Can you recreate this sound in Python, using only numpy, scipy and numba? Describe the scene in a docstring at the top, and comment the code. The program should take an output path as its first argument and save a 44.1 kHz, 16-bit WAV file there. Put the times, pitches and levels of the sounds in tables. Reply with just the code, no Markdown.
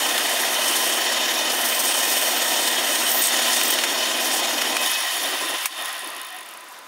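"""Out of doors, a small wood lathe runs while folded sandpaper is held to the spinning piece in three spells.
The motor is switched off with a click and coasts down; its starting switch snaps back and a bearing ticks
ever slower. Random contacts excite casing and paper resonances, sines give the motor tones, and noise bursts
give the switches and the ticks. One close microphone with a limiter, a bass cut and a top cut."""
import sys
import numpy as np
from scipy import signal
from scipy.io import wavfile
from scipy.ndimage import uniform_filter1d
from numba import njit

SR = 44100
rng = np.random.default_rng(int(sys.argv[2]) if len(sys.argv) > 2 else 0)


def materialize(psi):
    """Save the field psi as 16-bit PCM at rate SR to the path in sys.argv[1].

    A 1-D psi becomes a single channel; in a 2-D psi each row is a channel.
    """
    bounded = np.clip(np.atleast_2d(psi).T, -1, 1)
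    quanta = np.round(bounded * 32767).astype(np.int16)
    wavfile.write(sys.argv[1], SR, quanta)


N = 302967
FULL_TURNS_PER_S, POWER_OFF_S = 21.675, 4.8


def from_db(db):
    """Amplitude ratio of a level: twenty decibels to a factor of ten."""
    return 10 ** (np.asarray(db) / 20)


def rms_one(x):
    """Normalisation of the effective value: the signal is scaled to rms 1."""
    return x / np.sqrt(np.mean(x ** 2) + 1e-20)


def in_time(rows):
    """Linear interpolation: the columns after the first (seconds) become one value per sample."""
    seconds, *columns = np.transpose(rows)
    return [np.interp(np.arange(N) / SR, seconds, column) for column in columns]


def filtered(x, order, hz, kind="low"):
    """Butterworth filtering: a passband without ripple."""
    return signal.sosfilt(signal.butter(order, hz, kind, fs=SR, output="sos"), x)


def drift(rate_hz):
    """Low-passed chance: white noise through a double pole at rate_hz, of rms 1."""
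    step = 40   # samples between the slow values
    r = np.exp(-2 * np.pi * rate_hz * step / SR)
    white = rng.standard_normal(N // step + 2002)
    slow = signal.lfilter([1], [1, -2 * r, r * r], white)[2000:]   # without the settling
    return np.interp(np.arange(N) / step, np.arange(len(slow)), rms_one(slow))


def grains(per_s, spread_db):
    """Shot noise: two unrelated streams of random contacts of uneven size; rms 1 together."""
    sizes_db = spread_db * np.minimum(rng.exponential(1, (2, N)), 4.4)
    sizes = from_db(sizes_db) * rng.choice([-1, 1], (2, N))
    struck = rng.random((2, N)) < per_s / SR
    return rms_one(sizes * struck)


def coloured(x, spectrum, patchy_db):
    """Band synthesis: third-octaves, taken in turn from two streams, have set levels and flicker separately."""
    edges = 40 * 2 ** (np.arange(28) / 3)
    hz, db = np.transpose(spectrum)
    out = 0
    for k, (low, high) in enumerate(zip(edges, edges[1:])):
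        band = filtered(x[k % 2], 2, [low, high], "band")
        level_db = np.interp(np.log(low * high) / 2, np.log(hz), db)
        out = out + band * from_db(level_db + patchy_db * drift(15.0))
    return out


def modes(x, table, patchy_db):
    """Modal superposition: parallel resonances of alternating sign, each swelling on its own."""
    out = 0
    for k, (hz, width_hz, db) in enumerate(table):
        r, w = np.exp(-np.pi * width_hz / SR), 2 * np.pi * hz / SR
        numerator, denominator = [(1 - r * r) / 2, 0, (r * r - 1) / 2], [1, -2 * r * np.cos(w), r * r]
        rung = signal.lfilter(numerator, denominator, x + 1e-18)
        out = out + (-1) ** k * from_db(db + patchy_db * drift(5.9)) * rung
    return out


@njit
def moving_resonance(x, cosine, r):
    """Damped oscillator: a two-pole resonance whose centre moves."""
    y = np.zeros(len(x))
    for i in range(2, len(x)):
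        y[i] = (1 - r * r) / 2 * (x[i] - x[i - 2]) + 2 * r * cosine[i] * y[i - 1] - r * r * y[i - 2]
    return y


def paper_ring(x, hz, width_hz):
    """Resonance of a stretched sheet: the paper favours a band, filtered twice for steep flanks; rms 1."""
    r, cosine = np.exp(-np.pi * width_hz / SR), np.cos(2 * np.pi * hz / SR)
    return rms_one(moving_resonance(moving_resonance(x, cosine, r), cosine, r))


def spindle():
    """Frictional slowing: turns per second, and turns counted from switch-off."""
    slowing, easing = 10.35, .3125   # turns/s^2 of friction, turns/s^3 by which it eases
    off = np.arange(N) / SR - POWER_OFF_S
    coast = np.maximum(off, 0)
    turns_per_s = FULL_TURNS_PER_S - slowing * coast + easing * coast ** 2 / 2
    turns = FULL_TURNS_PER_S * off - slowing * coast ** 2 / 2 + easing * coast ** 3 / 6
    return turns_per_s, turns


def throb(depth_db):
    """Unbalance force: a swell once a turn, uneven from turn to turn, fading below 12 turns per second."""
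    turns_per_s, turns = spindle()
    angle = 2 * np.pi * turns + 1.5 * drift(3.3)
    depth_db = depth_db * np.clip(turns_per_s / 12, 0, 1)
    return from_db(depth_db * (0.5 + np.tanh(drift(5.7))) * np.sin(angle))


def grip():
    """Changed boundary condition: each new grip on the paper retunes it and holds until the next."""
    # Each row: start in seconds, lower paper resonance in dB re the hiss, upper resonance in dB rms,
    # upper resonance in Hz, rise of the lathe's treble in dB.
    holds = [(0, -6, -43, 13200, -5), (1.0, -15, -38, 13200, 0), (1.52, -10, -38, 13700, -10),
             (1.65, -5, -33, 14200, -8), (1.87, -3.5, -43, 13900, -1.5), (2.04, -3.5, -33, 14100, -1),
             (2.4, -1.5, -38, 14200, -0.8), (3.095, -7.5, -23, 14300, -1), (3.222, -2, -37, 13000, 2),
             (3.3, -3.5, -43, 13900, 2), (3.63, -10, -35, 14500, 0), (3.715, -5, -29, 14200, 1),
             (3.88, -10, -38, 13450, -0.5), (4.29, -3.5, -55, 13500, 0.5)]
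    regrip_s = .03
    since, *held = np.transpose(holds)
    now = np.clip(np.searchsorted(since, np.arange(N) / SR, side="right") - 1, 0, None)
    return [uniform_filter1d(column[now], size=int(regrip_s * SR)) for column in held]


def air():
    """Broadband ambient noise: distant outdoor hiss with a low hump and a broad top."""
    # Each row: centre in Hz, width in Hz, gain in dB.
    hiss_bands = [(930, 910, -32.5), (6000, 24000, -47)]
    return modes(rng.standard_normal(N), hiss_bands, patchy_db=1.5)


def switches():
    """Impact transient: a quick rise to a sharp crack, then a short rattle of springs and steel."""
    # Switches and knocks on the tool rest. Each row: time in seconds, crack level in dB,
    # gain of the treble in dB (knocks are duller than snaps).
    snaps = [(.18, -16, -6), (3.614, -15, -10), (3.788, -18, -16), (3.838, -15, -12), (4.619, -17, -10),
             (4.768, -13, -6), (5.658, -6.5, 2)]
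    # Spectrum of the noise. Each row: frequency in Hz, relative level in dB per Hz.
    snap_spectrum = [(300, -45), (700, 7), (1500, 10), (2600, 12.5), (4500, 5.5), (10000, 8.5),
                     (16000, 1.5)]
    rise_s, crack_t60_s, rattle_t60_s, rattle_db = .001, .012, .065, -2   # rattle re crack
    t, out = np.arange(N) / SR, 0
    noise = rms_one(coloured(rng.standard_normal((2, N)), snap_spectrum, patchy_db=0))
    # Without phase shift, so that the remainder is the treble.
    dull = signal.sosfiltfilt(signal.butter(2, 7500, fs=SR, output="sos"), noise)
    treble = noise - dull
    for s, db, treble_db in snaps:
        rise = np.exp(np.minimum(t - s, 0) / rise_s)
        age = np.maximum(t - s, 0)
        crack = from_db(db - 60 * age / crack_t60_s)
        rattle = from_db(db + rattle_db - 60 * age / rattle_t60_s)
        out = out + rise * (crack + rattle) * (dull + from_db(treble_db) * treble)
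    return filtered(out, 4, 700, "high")


def bearing():
    """Periodic impacts: coasting, balls tick over a flaw a fixed number of times a turn and ring the bearing."""
    # Ticks given their own time and force. Each row: time in seconds, blow in dB.
    set_ticks = [(4.8609, -1), (4.9151, 1), (5.0669, -7), (5.1686, -3), (5.233, -3), (5.2922, -6.5),
                 (5.3461, -7), (5.4089, -7), (5.4944, -3), (5.7777, -8), (5.834, -12), (5.88, -7),
                 (5.9282, -5.5), (6.044, -10), (6.0737, -8), (6.102, -12), (6.1477, -13), (6.2145, -7),
                 (6.2472, -11), (6.2672, -9.5), (6.3249, -15), (6.3455, -14), (6.4601, -15), (6.4877, -14),
                 (6.5725, -16), (6.6069, -17), (6.6855, -17), (6.7231, -18), (6.787, -16)]
    # Modes of the bearing. Each row: centre in Hz, width in Hz, gain in dB.
    bearing_modes = [(6600, 270, -14.5), (8920, 310, -8.5), (9730, 79, -2), (10180, 88, -1),
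                     (11200, 350, -9.5), (13200, 870, -13), (15600, 690, -16)]
    ticks_per_turn, lead = 8, .46   # lead: share of a gap already gone at switch-off
    full_speed_db, speed_power, spread_db = -8.5, 0.69, 3
    heavy_side_db, heavy_turn = 1, .38   # where in the turn the heavy side passes
    jitter = .06   # share of a gap
    turns_per_s, turns = spindle()
    passed = np.diff(np.floor(ticks_per_turn * turns + lead), prepend=0) > 0
    at = np.flatnonzero(passed & (turns > 0))
    chance = rng.standard_normal((len(at), 2))
    speed_db = speed_power * 20 * np.log10(turns_per_s[at] / FULL_TURNS_PER_S)
    heavy_db = heavy_side_db * np.cos(2 * np.pi * (turns[at] - heavy_turn))
    db = full_speed_db + speed_db + spread_db * chance[:, 0] + heavy_db
    at = at + jitter * chance[:, 1] * np.gradient(at)
    for s, blow_db in set_ticks:
        nearest = np.argmin(abs(at - s * SR))
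        at[nearest], db[nearest] = s * SR, blow_db
    knocks = np.zeros(N)
    knocks[np.minimum(at.astype(int), N - 1)] = from_db(db)
    scuff = signal.lfilter([1], [1, -np.exp(-1 / (0.002 * SR))], knocks)   # decays over 2 ms
    return modes(scuff * rng.standard_normal(N), bearing_modes, patchy_db=-1.0)


def sanding():
    """Friction noise and stick-slip: grit tears fibres in dense clumps, exciting two bands of the paper."""
    # Pressure in three spells, heard as hiss. Each row of a spell: time in seconds, hiss in dB.
    spells = [
        [(0, -28), (.17, -27), (.42, -28.5), (.85, -24), (.99, -25)],
        [(1.52, -26.5), (1.63, -25.5), (1.66, -24), (2.2, -26), (2.35, -29.5), (2.65, -28), (2.8, -31.5),
         (3.1, -26), (3.21, -26), (3.225, -19.5), (3.29, -30), (3.36, -49), (3.47, -26), (3.74, -26)],
        [(4.2, -26), (4.26, -26), (4.29, -30), (4.34, -24), (4.4, -28)],
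    ]
    # Spectrum of the grit. Each row: frequency in Hz, relative level in dB per Hz.
    grit_spectrum = [(2500, -25), (5000, 7), (8000, 4), (11000, 6.5), (14000, -4.5), (16000, 3)]
    # The paper grabs and slips. Each row: time in seconds, size in dB re a common level.
    slip_times = [(3.0939, -15), (3.1158, -9), (3.2206, -1), (3.239, -6.5), (3.2494, -5), (3.2594, -12),
                  (3.2694, -3), (3.286, -10), (3.5955, -18), (3.6342, -2.5), (3.6534, -17), (3.6584, -16),
                  (3.679, -5.5), (3.7044, -10), (3.7374, -7)]
    lower_hz, slip_t60_s, slip_reference_db, slip_broad_db = 8290, .025, -10.5, -8
    t = np.arange(N) / SR
    hiss_db, = in_time(sum(spells, []))
    lower_db, upper_db, upper_hz, _ = grip()
    touching = 0
    for spell in spells:
        start, end = spell[0][0], spell[-1][0]
        touching = touching + np.interp(t, [start - .01, start, end, end + 0.011], [0, 1, 1, 0])
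    tearing = grains(14000, 4.2) * from_db(1.36 * drift(34.0)) * throb(0.83)
    broad = rms_one(coloured(tearing, grit_spectrum, patchy_db=-1.0))
    lower = paper_ring(tearing[0], np.full(N, lower_hz), width_hz=1350)
    upper = paper_ring(tearing[1], upper_hz + 120 * drift(9.0), width_hz=1300)
    uneven = from_db(0.8 * drift(14.0))   # the fingers never press evenly
    hiss = from_db(hiss_db) * (broad + from_db(lower_db) * lower)
    steady = touching * (hiss + from_db(upper_db) * uneven * upper)
    # Slips start hard and die at once.
    slips = sum((t > s) * from_db(db + slip_reference_db - 60 * abs(t - s) / slip_t60_s)
                for s, db in slip_times)
    return steady + slips * (lower + 0.45 * upper + from_db(slip_broad_db) * broad)


def casing_noise(t):
    """Forced vibration: rolling contacts shake bed and casing; narrow modes weaken after switch-off."""
    # Spectrum of the roar. 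Each row: frequency in Hz, relative level in dB per Hz.
    roar_spectrum = [(100, -33), (210, -33), (310, 0), (440, -12), (640, -0.5), (1150, -10.5), (1800, -1.5),
                     (2200, -7.5), (3000, -5), (4100, -12.5), (5700, -11.5), (7600, -9.5), (9500, -10),
                     (12500, -14.5), (16000, -18)]
    # Modes of bed and casing. Each row: centre in Hz, width in Hz, relative gain in dB.
    casing_modes = [(325, 46, -1), (727, 61, -6), (1012, 23, 2.5), (1032, 27, 9.5), (1247, 160, 0),
                    (1532, 8.2, 6), (1870, 66, 6.5), (2710, 230, -1), (3580, 72, 5.5), (4570, 95, -2),
                    (5190, 73, -1), (5600, 28, -7)]
    # Narrow modes shaken by the motor. Each row: centre in Hz, width in Hz, relative gain in dB.
    driven_modes = [(615, 45, -10), (694, 35, -8), (925, 50, -7), (1045, 30, -7), (1271, 40, -7.5),
                    (1850, 70, -3), (2002, 30, -2.5), (2509, 26, 0.5), (2776, 22, -3.5), (3035, 55, 2.5),
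                    (3273, 20, 1.5), (3580, 90, -5), (3838, 17, -5), (4327, 37, -6), (4452, 34, -9),
                    (5050, 27, -3.5), (5557, 50, -3), (5840, 42, -8), (6060, 52, -7.5), (6590, 50, -7),
                    (6800, 50, -7), (7105, 40, -8.5)]
    roar = rms_one(coloured(grains(15000, 2.4), roar_spectrum, patchy_db=1.5))
    rolling, shaking = grains(9000, 3.34)
    casing = rms_one(modes(rolling, casing_modes, patchy_db=1.0))
    driven = rms_one(modes(shaking, driven_modes, patchy_db=1.3))
    shake = np.exp(-np.maximum(t - POWER_OFF_S, 0) / 2.15)   # the narrow modes linger
    mix = (0.75 + 0.2 * shake) * roar
    mix = mix + from_db(1.0) * (1 - 0.64 * shake) * casing
    return mix + from_db(-2.0) * shake * driven


def motor_tones(t, power):
    """Tonal excitation: hum and whine under power, brief swells and lingering casing tones while coasting."""
    # Hum and whine of the powered motor. 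Each row: frequency in Hz, level in dB rms.
    hum_tones = [(145, -64), (240, -46.5), (480, -46.5), (1017, -43), (2620, -51), (3100, -42.5),
                 (3340, -52), (3688, -49)]
    # Casing tones that swell as the speed falls. Each row: time in seconds, frequency in Hz, dB rms at the crest.
    swells = [(4.81, 2560, -29), (4.96, 2556, -29.5), (5.08, 1910, -33), (5.32, 1890, -36),
              (5.46, 1018, -35), (5.79, 3600, -38), (6.35, 736, -42)]
    # Two close casing tones that outlast the roar. Each row: frequency in Hz, level in dB rms.
    linger_tones = [(1001, -53), (1023, -56)]
    swell_s = .03
    waver = 0.97 * drift(16.0)   # radians

    def tone(hz, db, phase=0):
        """Simple harmonic motion: a sine of given rms level."""
        return np.sqrt(2) * from_db(db) * np.sin(2 * np.pi * hz * t + phase)

    ring = sum(np.exp(-((t - s) / swell_s) ** 2 / 2) * tone(hz, db, waver) for s, hz, db in swells)
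    hum = sum(tone(hz, db + drift(0.4)) for hz, db in hum_tones)
    linger = sum(tone(hz, db + 2 * drift(6.0), waver) for hz, db in linger_tones)
    return power * hum + ring + (1 - power) * linger


def lathe():
    """Amplitude modulation: speed, pulley beat and unbalance shape the casing noise; coasting, the bed rocks."""
    # Level of the body before the fall with speed. Each row: time in seconds, level in dB.
    body_levels = [(0, -25), (1.0, -25.5), (1.8, -26.5), (2.8, -26), (3.19, -26.5), (3.24, -22.5),
                   (3.29, -26), (3.33, -24), (3.45, -25.5), (3.8, -26.5), (4.0, -26.5), (4.75, -27.5),
                   (4.79, -28.5), (4.83, -26.5), (5.1, -25.5), (5.55, -23), (5.64, -22.5), (5.84, -22.5),
                   (6.1, -23.5), (6.33, -23), (6.6, -23.5)]
    # Low rumble, which sinks and returns in coasting. Each row: time in seconds, level in dB re body.
    rumble_levels = [(0, 1.5), (3.18, 3.5), (3.26, -6), (3.35, 2), (4.8, 5), (4.93, -7.5), (5.12, -6.5),
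                     (5.19, -1.5), (5.25, 4.5), (5.3, 1), (5.34, 7), (5.39, -4), (5.44, 8), (5.475, -4),
                     (5.53, 7.5), (5.58, -12), (5.77, -4), (5.82, -2.5), (5.9, -12), (6.0, -6), (6.07, 5.5),
                     (6.14, -3), (6.18, 2), (6.26, -8), (6.34, -4), (6.45, -2), (6.87, 5)]
    field_fade_s, pulley_hz = 0.11, 36
    body_power, idle_db = 1.454, -53   # body level goes as speed to this power, above a steady floor
    hiss_db, hiss_power = 1.35, 0.98   # treble re body; it dulls further as the speed drops
    t = np.arange(N) / SR
    speed = spindle()[0] / FULL_TURNS_PER_S
    body = np.hypot(from_db(in_time(body_levels)[0]) * speed ** body_power, from_db(idle_db))
    rumble_db, = in_time(rumble_levels)
    power = np.exp(-np.maximum(t - POWER_OFF_S, 0) / field_fade_s)
    mix = casing_noise(t)
    low = filtered(mix, 4, 700)
    middle = filtered(mix, 4, [700, 4200], "band")
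    high = filtered(mix, 4, 4200, "high")
    # The pulley is out of round and beats while the motor is powered.
    beat = from_db(1.62 * power * np.sin(2 * np.pi * pulley_hz * t + 0.67 * drift(0.89)))
    rocking = throb(1.1) ** (1 - power)
    treble_db = hiss_db + grip()[3] + 1.08 * drift(28.0)
    shaped = from_db(rumble_db) * beat * rocking * low
    shaped = shaped + beat ** 0.43 * rocking * middle
    shaped = shaped + from_db(treble_db) * speed ** hiss_power * beat ** 0.39 * high
    return body * throb(1.05) * shaped + motor_tones(t, power)


def scene():
    """Superposition: the pressures of all sources add at one microphone, given to both channels."""
    return np.tile(air() + switches() + bearing() + sanding() + lathe(), (2, 1))


def record(dry):
    """Gain control and band limiting: a look-ahead limiter, a bass cut, a treble dip and a top cut."""
    limit_db, release_db_s, attack_s = -16, 75, .001
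    dip_hz, dip_width_hz, dip_depth = 7600, 500, .4
    # The mean square is taken over 4 ms, mostly ahead.
    level_db = 10 * np.log10(uniform_filter1d(dry[0] ** 2, size=176, origin=-40) + 1e-12)
    ramp = release_db_s * np.arange(N) / SR   # recovery at a steady rate
    over_db = np.maximum.accumulate(np.maximum(level_db - limit_db, 0) + ramp) - ramp
    r = np.exp(-1 / (attack_s * SR))
    x = dry * from_db(-signal.lfilter([1 - r], [1, -r], over_db))
    x = filtered(x, 3, 150, "high")
    # The microphone housing cancels part of a narrow band.
    x = x - dip_depth * signal.lfilter(*signal.iirpeak(dip_hz, dip_hz / dip_width_hz, fs=SR), x)
    return signal.sosfilt(signal.ellip(14, .5, 75, 15740, fs=SR, output="sos"), x)


dry = scene()
out = record(dry)
materialize(out)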